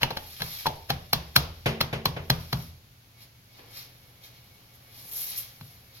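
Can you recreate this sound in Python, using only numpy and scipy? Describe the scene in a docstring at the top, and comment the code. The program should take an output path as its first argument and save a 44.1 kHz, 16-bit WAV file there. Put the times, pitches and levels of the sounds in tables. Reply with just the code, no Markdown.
"""In a bare room with a faint hum, hands pat a rubber stamp mat into wet cement on a wall, near a phone.
Each slap squeezes air out, cracks, pops under the palm and thumps the wall; sleeves brush past.
Around 2 s, three duller knocks among the slaps make the wall ring. From about 3 s the mat is
peeled off and carried away, rubbing in the hand, and a thin whistle pulses far off.
The sleeves keep rustling, and one last light touch lands at 5.6 s."""
import sys
import numpy as np
from scipy import signal
from scipy.fft import rfft, irfft
from scipy.io import wavfile
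from scipy.ndimage import uniform_filter1d

SR = 44100
rng = np.random.default_rng(int(sys.argv[2]) if len(sys.argv) > 2 else 0)


def to_wav(sig):
    """Store sig (one row per channel, or 1-D mono) as 16-bit WAV at the path in sys.argv[1].

    Samples outside -1..1 are clipped; the rate is SR.
    """
    pcm = np.clip(np.atleast_2d(sig), -1, 1) * 32767
    pcm = np.round(pcm).astype(np.int16)
    wavfile.write(sys.argv[1], SR, pcm.T)  # frames by channels


N = 264587
T = np.arange(N) / SR
HZ = np.maximum(np.arange(N // 2 + 1) * SR / N, 1)


# Levels in all tables are relative; fade_s is the time a ring takes to drop by 60 dB.
# slaps of palm and fingers: start_s, crack_db, closing_ms, pop_hz, pop_db, pop_fade_cycles, thump_db
HAND_SLAPS = [ (0.021, -25.5, 4.9, 1310, -48, 4.2, -33), (.032, -16, 0.78, 2920, -9.5, 3.2, -44.5),
              (.036, -23.5, 6.6, 927, -18, 3.7, -34), (.106, -27.5, 1.3, 530, -27, 1.6, -41.5),
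              (0.111, -31, 1, 876, -27.5, 4.6, -51), (.172, -24.5, 2.4, 880, -29.5, 3, -52),
              (0.408, -30.5, 5.6, 1080, -53, 1.6, -34.5), (0.42, -20, 0.9, 1000, -48, 2.7, -42),
              (.658, -36.5, 5, 1000, -17, 3.1, -63), (.668, -18, 4.3, 890, -14.5, 5.2, -33),
              (0.904, -17.5, 4.2, 809, -26, 14.3, -26.5), (1.1319, -9.5, 1.2, 1130, -23.5, 3, -25.5),
              (1.3635, -5.5, 2.3, 1450, -11.5, 1.4, -24), (1.807, -22, 1.7, 2130, -23, 4.9, -29.5),
              (1.812, -14, 1.6, 1030, -15.5, 0.45, -32), (2.057, -13, 1.4, 1095, -17, 2.9, -25),
              (2.3016, -10.5, 1.2, 1440, -4.5, 0.25, -21), (2.530, -19.5, 2, 1240, -16.5, 0.62, -23),
              (5.611, -41, .8, 670, -65, 1.6, -40.5)]
# tone of the skin's crack: pitch_hz, level_db
CRACK_TONE = [(150, -1.5), (310, -8), (450, -4), (1000, 1), (2000, -3.5), (3500, -0.5), (5500, -4),
              (8000, -11.5), (12000, -11.5), (16000, 1.5)]
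# the rubber mat's short, high rings: pitch_hz, level_db, fade_s
MAT_RINGS = [(1637, -14, 0.024), (3300, -20.5, 0.11), (4180, -6.5, 0.04)]

def slaps(snap_ms=1.4, splash_ms=5.7, scatter_ms=3.6, firm_db=-12):
    """Air hisses out as the hand closes, the skin cracks, the trapped air pops and the wall thumps."""
    near, thumps, echoes = np.zeros(N), np.zeros(N), np.zeros((2, N))
    lead = 1024  # samples before the hand lands
    t = (np.arange(32 * lead) - lead) / SR
    after, gap_ms = np.maximum(t, 0), np.abs(1000 * t)
    for start_s, crack_db, closing_ms, pop_hz, pop_db, pop_cycles, thump_db in HAND_SLAPS:
        # softer slaps are duller and have more echo, up to a limit
        softer_db = min(firm_db - crack_db, 14.5)
        tilt_db = -2.08 - 0.1883 * softer_db
        room_db = -7.5 + 0.0774 * softer_db
        snap = np.exp(-gap_ms / np.where(t < 0, closing_ms, snap_ms))
        splash = gain(-14) * (t > 0) * np.exp(-gap_ms / splash_ms)
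        contact = (snap + splash) * rng.standard_normal(len(t))
        contact[lead] += 1.3  # the instant the gap seals
        skin = gain(-2.5) * colour(contact, CRACK_TONE, tilt_db)
        crack = gain(crack_db) * (skin + ringing(MAT_RINGS, after))
        # hand, arm and wall scatter part of the crack, so each microphone hears it differently
        scatter = np.exp(-gap_ms / np.where(t < 0, closing_ms, scatter_ms)) * all_round_noise(len(t))
        add(echoes, start_s + t[0], gain(crack_db - 5) * colour(scatter, CRACK_TONE, tilt_db))
        # a cupped palm rings for more cycles than a flat one
        pop = gain(pop_db + 2) * np.sin(2 * np.pi * pop_hz * after) * np.exp(-after * pop_hz / pop_cycles)
        thump = gain(thump_db + 6) * thump_and_boom(after)
        # the room hears the crack from all directions, so its tone there is smooth
        click = gain(crack_db) * np.linalg.norm(contact) * colour(1. 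* (t == 0), CRACK_TONE, tilt_db)
        into_room = gain(room_db) * (click + gain(-4) * pop) + gain(-9) * thump
        add(near, start_s + t[0], crack + pop)
        add(thumps, start_s + t[0], thump)
        add(echoes, start_s + t[0], room(into_room))
    return near, thumps, echoes


# knocks with the heel of the hand: start_s, level_db, brightness_db_per_octave, thump_db
HEEL_KNOCKS = [(1.658, -24.5, 3.5, -22.5), (1.9277, -32, 2.5, -28), (2.1639, -39.5, -0.5, -32)]
# tone of a knock's clatter: pitch_hz, level_db
KNOCK_TONE = [(150, -1), (500, 17.5), (1000, 10), (2700, 7), (5000, -7.5), (9000, -19.5), (16000, -24.5)]
# the wall's higher rings, woken by knocks: pitch_hz, level_db, fade_s
WALL_RINGS = [(222.6, 8.5, 0.75), (377, 5, 0.55), (488, -9, 1), (693, -16, 0.41), (940, -33, 0.16),
              (1350, -26, 0.13), (1440, -21, 0.17), (2260, 16.5, 0.059), (2900, -29, 0.1)]

def knocks(clatter_s=0.033, landing_s=0.0021):
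    """The heel of the hand lands on one spot, so each knock has the same clatter and ring."""
    near, thumps, echoes = np.zeros(N), np.zeros(N), np.zeros((2, N))
    t = np.arange(2 ** 15) / SR
    landing = 1 - np.exp(-t / landing_s)  # soft flesh takes a moment to land
    clatter = rng.standard_normal(len(t)) * np.exp(-t / clatter_s) * landing
    ring = gain(-15) * ringing(WALL_RINGS, t)
    thump = thump_and_boom(t)
    echo = room(np.linalg.norm(clatter) * (t == 0)) * landing
    for start_s, level_db, tilt_db, thump_db in HEEL_KNOCKS:
        add(near, start_s, gain(level_db) * (colour(clatter, KNOCK_TONE, tilt_db) + ring))
        add(thumps, start_s, gain(thump_db + 8) * thump)
        add(echoes, start_s, gain(level_db + 2) * colour(echo, KNOCK_TONE, tilt_db))
    return near, thumps, echoes


# the low thump of the wall and the boom of the room after it: pitch_hz, level_db, fade_s, rise_s
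THUMP_AND_BOOM_NOTES = [(45.14, -32, 0.56, .03), (71.5, -8, 0.21, 0.025), (83.3, -24.5, 1.26, 0.04),
                        (120.7, -3.5, 0.15, 0.013), (136.7, 0.5, 0.16, 0.0097), (163.3, -10, 0.32, 0.0088),
                        (227, -8, 0.092, 0.0067)]

def thump_and_boom(t, detune=.035):
    """The wall thumps and the room booms after it; each spot is tuned a little differently."""
    thump = 0
    for pitch_hz, level_db, fade_s, rise_s in THUMP_AND_BOOM_NOTES:
        spot_hz = pitch_hz * (1 + detune * rng.standard_normal())
        loudness = gain(level_db - 60 * t / fade_s) * (1 - np.exp(-t / rise_s))
        thump -= loudness * np.sin(2 * np.pi * spot_hz * t)
    return thump


# strokes of the sleeve: peak_s, rise_s, fall_s, rub_db, extra_hiss_db
SLEEVE_STROKES = [ (.3, 0.16, .1, -54, 6), (0.538, 0.15, 0.13, -42.5, 3), (2.4, 0.16, 0.14, -55.5, 2.5),
                  (2.6, 0.14, 0.086, -52.5, 4), (3.22, .035, 0.021, -53, 2), (3.59, 0.11, 0.029, -60.5, -1),
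                  (3.78, 0.06, 0.052, -46, 2), (4.25, 0.027, 0.023, -51.5, 2),
                  (4.37, 0.034, 0.024, -58.5, -4), (4.755, 0.021, 0.0088, -68, 13),
                  (4.985, 0.071, 0.099, -55.5, 7), (5.19, 0.089, 0.13, -46, 14.5),
                  (5.31, 0.084, 0.13, -44.5, 4), (5.38, 0.014, 0.012, -44.5, 19.5),
                  (5.701, 0.2, 0.12, -62.5, 8), (5.958, 0.027, 0.027, -53.5, 0)]
# light rustle as the arm swings, then as it carries the mat: start_s, end_s, rub_db, extra_hiss_db
SLEEVE_RUSTLES = [(0, 1.68, -60.5, 0.5), (3.65, 6.8, -69, 6)]
# tone of rubbing cloth: pitch_hz, level_db
CLOTH_TONE = [(300, -18.5), (1200, -4.5), (2200, 0.5), (3100, 2), (4000, 5.5), (6200, -0.5), (8000, -5.5),
              (12000, -7), (16000, 2.5)]

def sleeve(split_hz=7000):
    """Cloth brushes close by with a lower rub and a fine hiss; each stroke has its own share of hiss."""
    cloth = friction(CLOTH_TONE, grain_db=4.5)
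    rub = irfft(rfft(cloth) / (1 + (HZ / split_hz) ** 8), N)
    hiss = cloth - rub
    moves = [(gain(db) * swell(peak, rise, fall), extra) for peak, rise, fall, db, extra in SLEEVE_STROKES]
    moves += [(gain(db) * hold(start, end), extra) for start, end, db, extra in SLEEVE_RUSTLES]
    rub_level = together([level for level, _ in moves])
    hiss_level = together([level * gain(extra) for level, extra in moves])
    return rub_level * rub + hiss_level * hiss


# the mat bending as it comes off: peak_s, rise_s, fall_s, level_db
MAT_BENDS = [(3.16, 0.044, .09, -70.5), (3.59, 0.0049, 0.0039, -49), (3.66, 0.14, 0.21, -64),
             (5.1, 0.24, .35, -63.5)]
# tone of peeling rubber: pitch_hz, level_db
PEEL_TONE = [(150, -1), (400, 1), (900, 1.5), (1600, -1), (4000, -4), (16000, -48)]

def peeling(carry_from_s=3.55):
    """The mat bends off the cement, lets go with a small snap and keeps rubbing in the hand."""
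    bends = [gain(db) * swell(peak, rise, fall) for peak, rise, fall, db in MAT_BENDS]
    carrying = gain(-69) * hold(carry_from_s, T[-1])
    return together(bends + [carrying]) * friction(PEEL_TONE, grain_db=2)


# the room's echo, band by band: pitch_hz, level_db, fade_s
ECHO_BANDS = [(60.5, 8, 0.83), (139.3, -10.5, 0.89), (398, 7, 0.54), (1000, 3, 0.45), (3050, -1.5, 0.48),
              (5900, 1, 0.35), (12680, 0.5, 0.25)]

def room(sound, onset_s=0.00047, early_s=0.013, size=24576):
    """Bare walls give early echoes, then a tail longest in the bass; each spot has its own pattern."""
    t, hz = np.arange(size) / SR, pitches(size)
    noise, echo = rfft(all_round_noise(size)), 0
    for band_hz, level_db, fade_s in ECHO_BANDS:
        band = curve([(row[0], row[0] == band_hz) for row in ECHO_BANDS], hz)
        echo += irfft(noise * band, size) * gain(level_db - 60 * t / fade_s)
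    echo *= 1 - np.exp(-(t / onset_s) ** 2)
    echo *= 1 + gain(3) * np.exp(-t / early_s)
    return gain(-33.5) * signal.fftconvolve(sound[None], echo, axes=1)[:, :len(sound)]


# tone of the still air: pitch_hz, level_db
AIR_TONE = [(15, -64), (25, -18), (114, -3), (217, -15), (373, -22), (503, -21.5), (1100, -25),
            (2160, -23.5), (4490, -23.5), (6560, -28), (8590, -40.5), (11300, -24.5), (16000, -31)]
# the mains hum, then the whistle: pitch_hz, level_db
HUM_AND_WHISTLE = [(118.4, -59), (2213, -69.5)]

def background(air_db=-56.5, waver_db=2, pulse_hz=5.9, pulse_peak_s=3.7, whistle_from_s=3.1):
    """Still air with a wavering mains hum and a thin whistle that pulses like a far cricket."""
    sound = gain(air_db) * normalise(irfft(rfft(all_round_noise(N)) * gain(curve(AIR_TONE, HZ)), N))
    pulses = np.abs(np.cos(np.pi * pulse_hz * (T - pulse_peak_s))) ** 2.5
    whistle_level = gain(3) * hold(whistle_from_s, T[-1]) * pulses
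    turns_s = np.linspace(0, T[-1], 60)
    for (hz, db), strength in zip(HUM_AND_WHISTLE, (1, whistle_level)):
        waver, drift = (np.interp(T, turns_s, rng.standard_normal(len(turns_s))) for _ in range(2))
        sound += strength * gain(db + waver_db * waver) * np.sin(2 * np.pi * hz * T + 0.89 * drift)
    return sound


def ringing(notes, t):
    """The notes of a struck object fade from t = 0, each swinging up or down first by chance."""
    return sum(gain(db - 60 * t / fade_s) * np.sin(2 * np.pi * hz * t) * rng.choice([-1, 1])
               for hz, db, fade_s in notes)


def friction(tone, grain_db, grain_samples=48):
    """Countless tiny slips, their strength changing about every millisecond."""
    roughness = uniform_filter1d(rng.standard_normal(N), grain_samples) * np.sqrt(grain_samples)
    return normalise(colour(gain(grain_db * roughness) * rng.standard_normal(N), tone))


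def all_round_noise(size, microphone_gap_s=0.00047):
    """Noise from all sides: alike in both microphones only in the bass."""
    hz = np.arange(size // 2 + 1) * SR / size
    alike = .98 * np.sinc(2 * hz * microphone_gap_s)
    mid, side = rfft(rng.standard_normal((2, size))) * np.sqrt([(1 + alike) / 2, (1 - alike) / 2])
    return irfft([mid + side, mid - side], size)


def swell(peak_s, rise_s, fall_s, shape=1.57):
    """One movement grows and dies away; shape 1 is a pointed peak, 2 a bell."""
    return np.exp(-(np.abs(T - peak_s) / np.where(T < peak_s, rise_s, fall_s)) ** shape)


def hold(start_s, end_s, ease_s=.1):
    """A steady movement that eases in and out."""
    return np.clip(np.minimum(T - start_s, end_s - T) / ease_s + 1, 0, 1)


def together(levels):
    """Unrelated movements add in power."""
    return np.linalg.norm(levels, axis=0)


def colour(sound, tone, tilt_db=0):
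    """Give a sound a tone, then brighten or dull it by tilt_db per octave around 3.5 kHz."""
    size = sound.shape[-1]
    hz = pitches(size)
    tilt = gain(tilt_db * np.log2(np.maximum(hz, 1500) / 3500))
    response = normalise(gain(curve(tone, hz))) * tilt
    # fold the filter forward in time, so nothing rings before the sound arrives
    folded = irfft(np.log(response), size)
    folded[1:size // 2] *= 2
    folded[size // 2 + 1:] = 0
    return irfft(rfft(sound) * np.exp(rfft(folded)), size)


def curve(points, hz):
    """Read between a table's rows, with octaves evenly spaced."""
    table = np.array(points, float)
    return np.interp(np.log(hz), np.log(table[:, 0]), table[:, 1])


def pitches(size):
    """The frequencies in a sound of this many samples."""
    return np.maximum(np.arange(size // 2 + 1) * SR / size, 1)


def gain(db):
    """Turn decibels into a multiplier."""
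    return 10 ** (np.asarray(db) / 20)


def normalise(x):
    """Scale to an average power of 1."""
    return x / np.sqrt(np.mean(x ** 2))


def add(track, start_s, sound):
    """Mix a sound in from start_s."""
    start = int(round(start_s * SR))
    sound = sound[..., max(-start, 0):N - start]
    start = max(start, 0)
    track[..., start:start + sound.shape[-1]] += sound


def microphones(sound, lag_ms, pan_db, duct_ms=0.042, duct_hz=7500):
    """A near sound reaches the left microphone later and louder; its duct adds delay below duct_hz."""
    delay_ms = lag_ms + duct_ms / (1 + (HZ / duct_hz) ** 6)
    late = irfft(rfft(sound) * np.exp(-2j * np.pi * HZ * delay_ms / 1000), N)
    return np.array([late * gain(pan_db / 2), sound * gain(-pan_db / 2)])


# the phone's microphone holes cut a dip in the treble and ring above it: pitch_hz, level_db
PHONE_TONE = [(1000, 0), (5500, 5.5), (7000, -1.5), (8300, -10), (9700, 0.5), (11300, 11.5), (12700, 11),
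              (14000, 0.5), (16000, -8.5)]

def scene():
    """Hands in front, the sleeve to one side; sleeve and peeling are heard largely off the walls."""
    slap, slap_thumps, slap_echoes = slaps()
    knock, knock_thumps, knock_echoes = knocks()
    cloth, mat = sleeve(), peeling()
    near = microphones(slap, lag_ms=.085, pan_db=2.5)
    near += microphones(knock, lag_ms=.12, pan_db=.5)
    near += microphones(slap_thumps + knock_thumps, lag_ms=.18, pan_db=1.1)
    near += microphones(gain(-5) * cloth, lag_ms=.25, pan_db=5)
    far = slap_echoes + knock_echoes + room(gain(1.5) * cloth + gain(1) * mat)
    return irfft(rfft(near + far) * gain(curve(PHONE_TONE, HZ)), N) + background()


def record(dry):
    """The phone clips at full scale and cuts the treble above 15.9 kHz."""
    treble_cut = signal.ellip(12, .2, 90, 15900, fs=SR, output="sos")
    return signal.sosfilt(treble_cut, np.clip(dry, -1, 1))


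dry = scene()
out = record(dry)
to_wav(out)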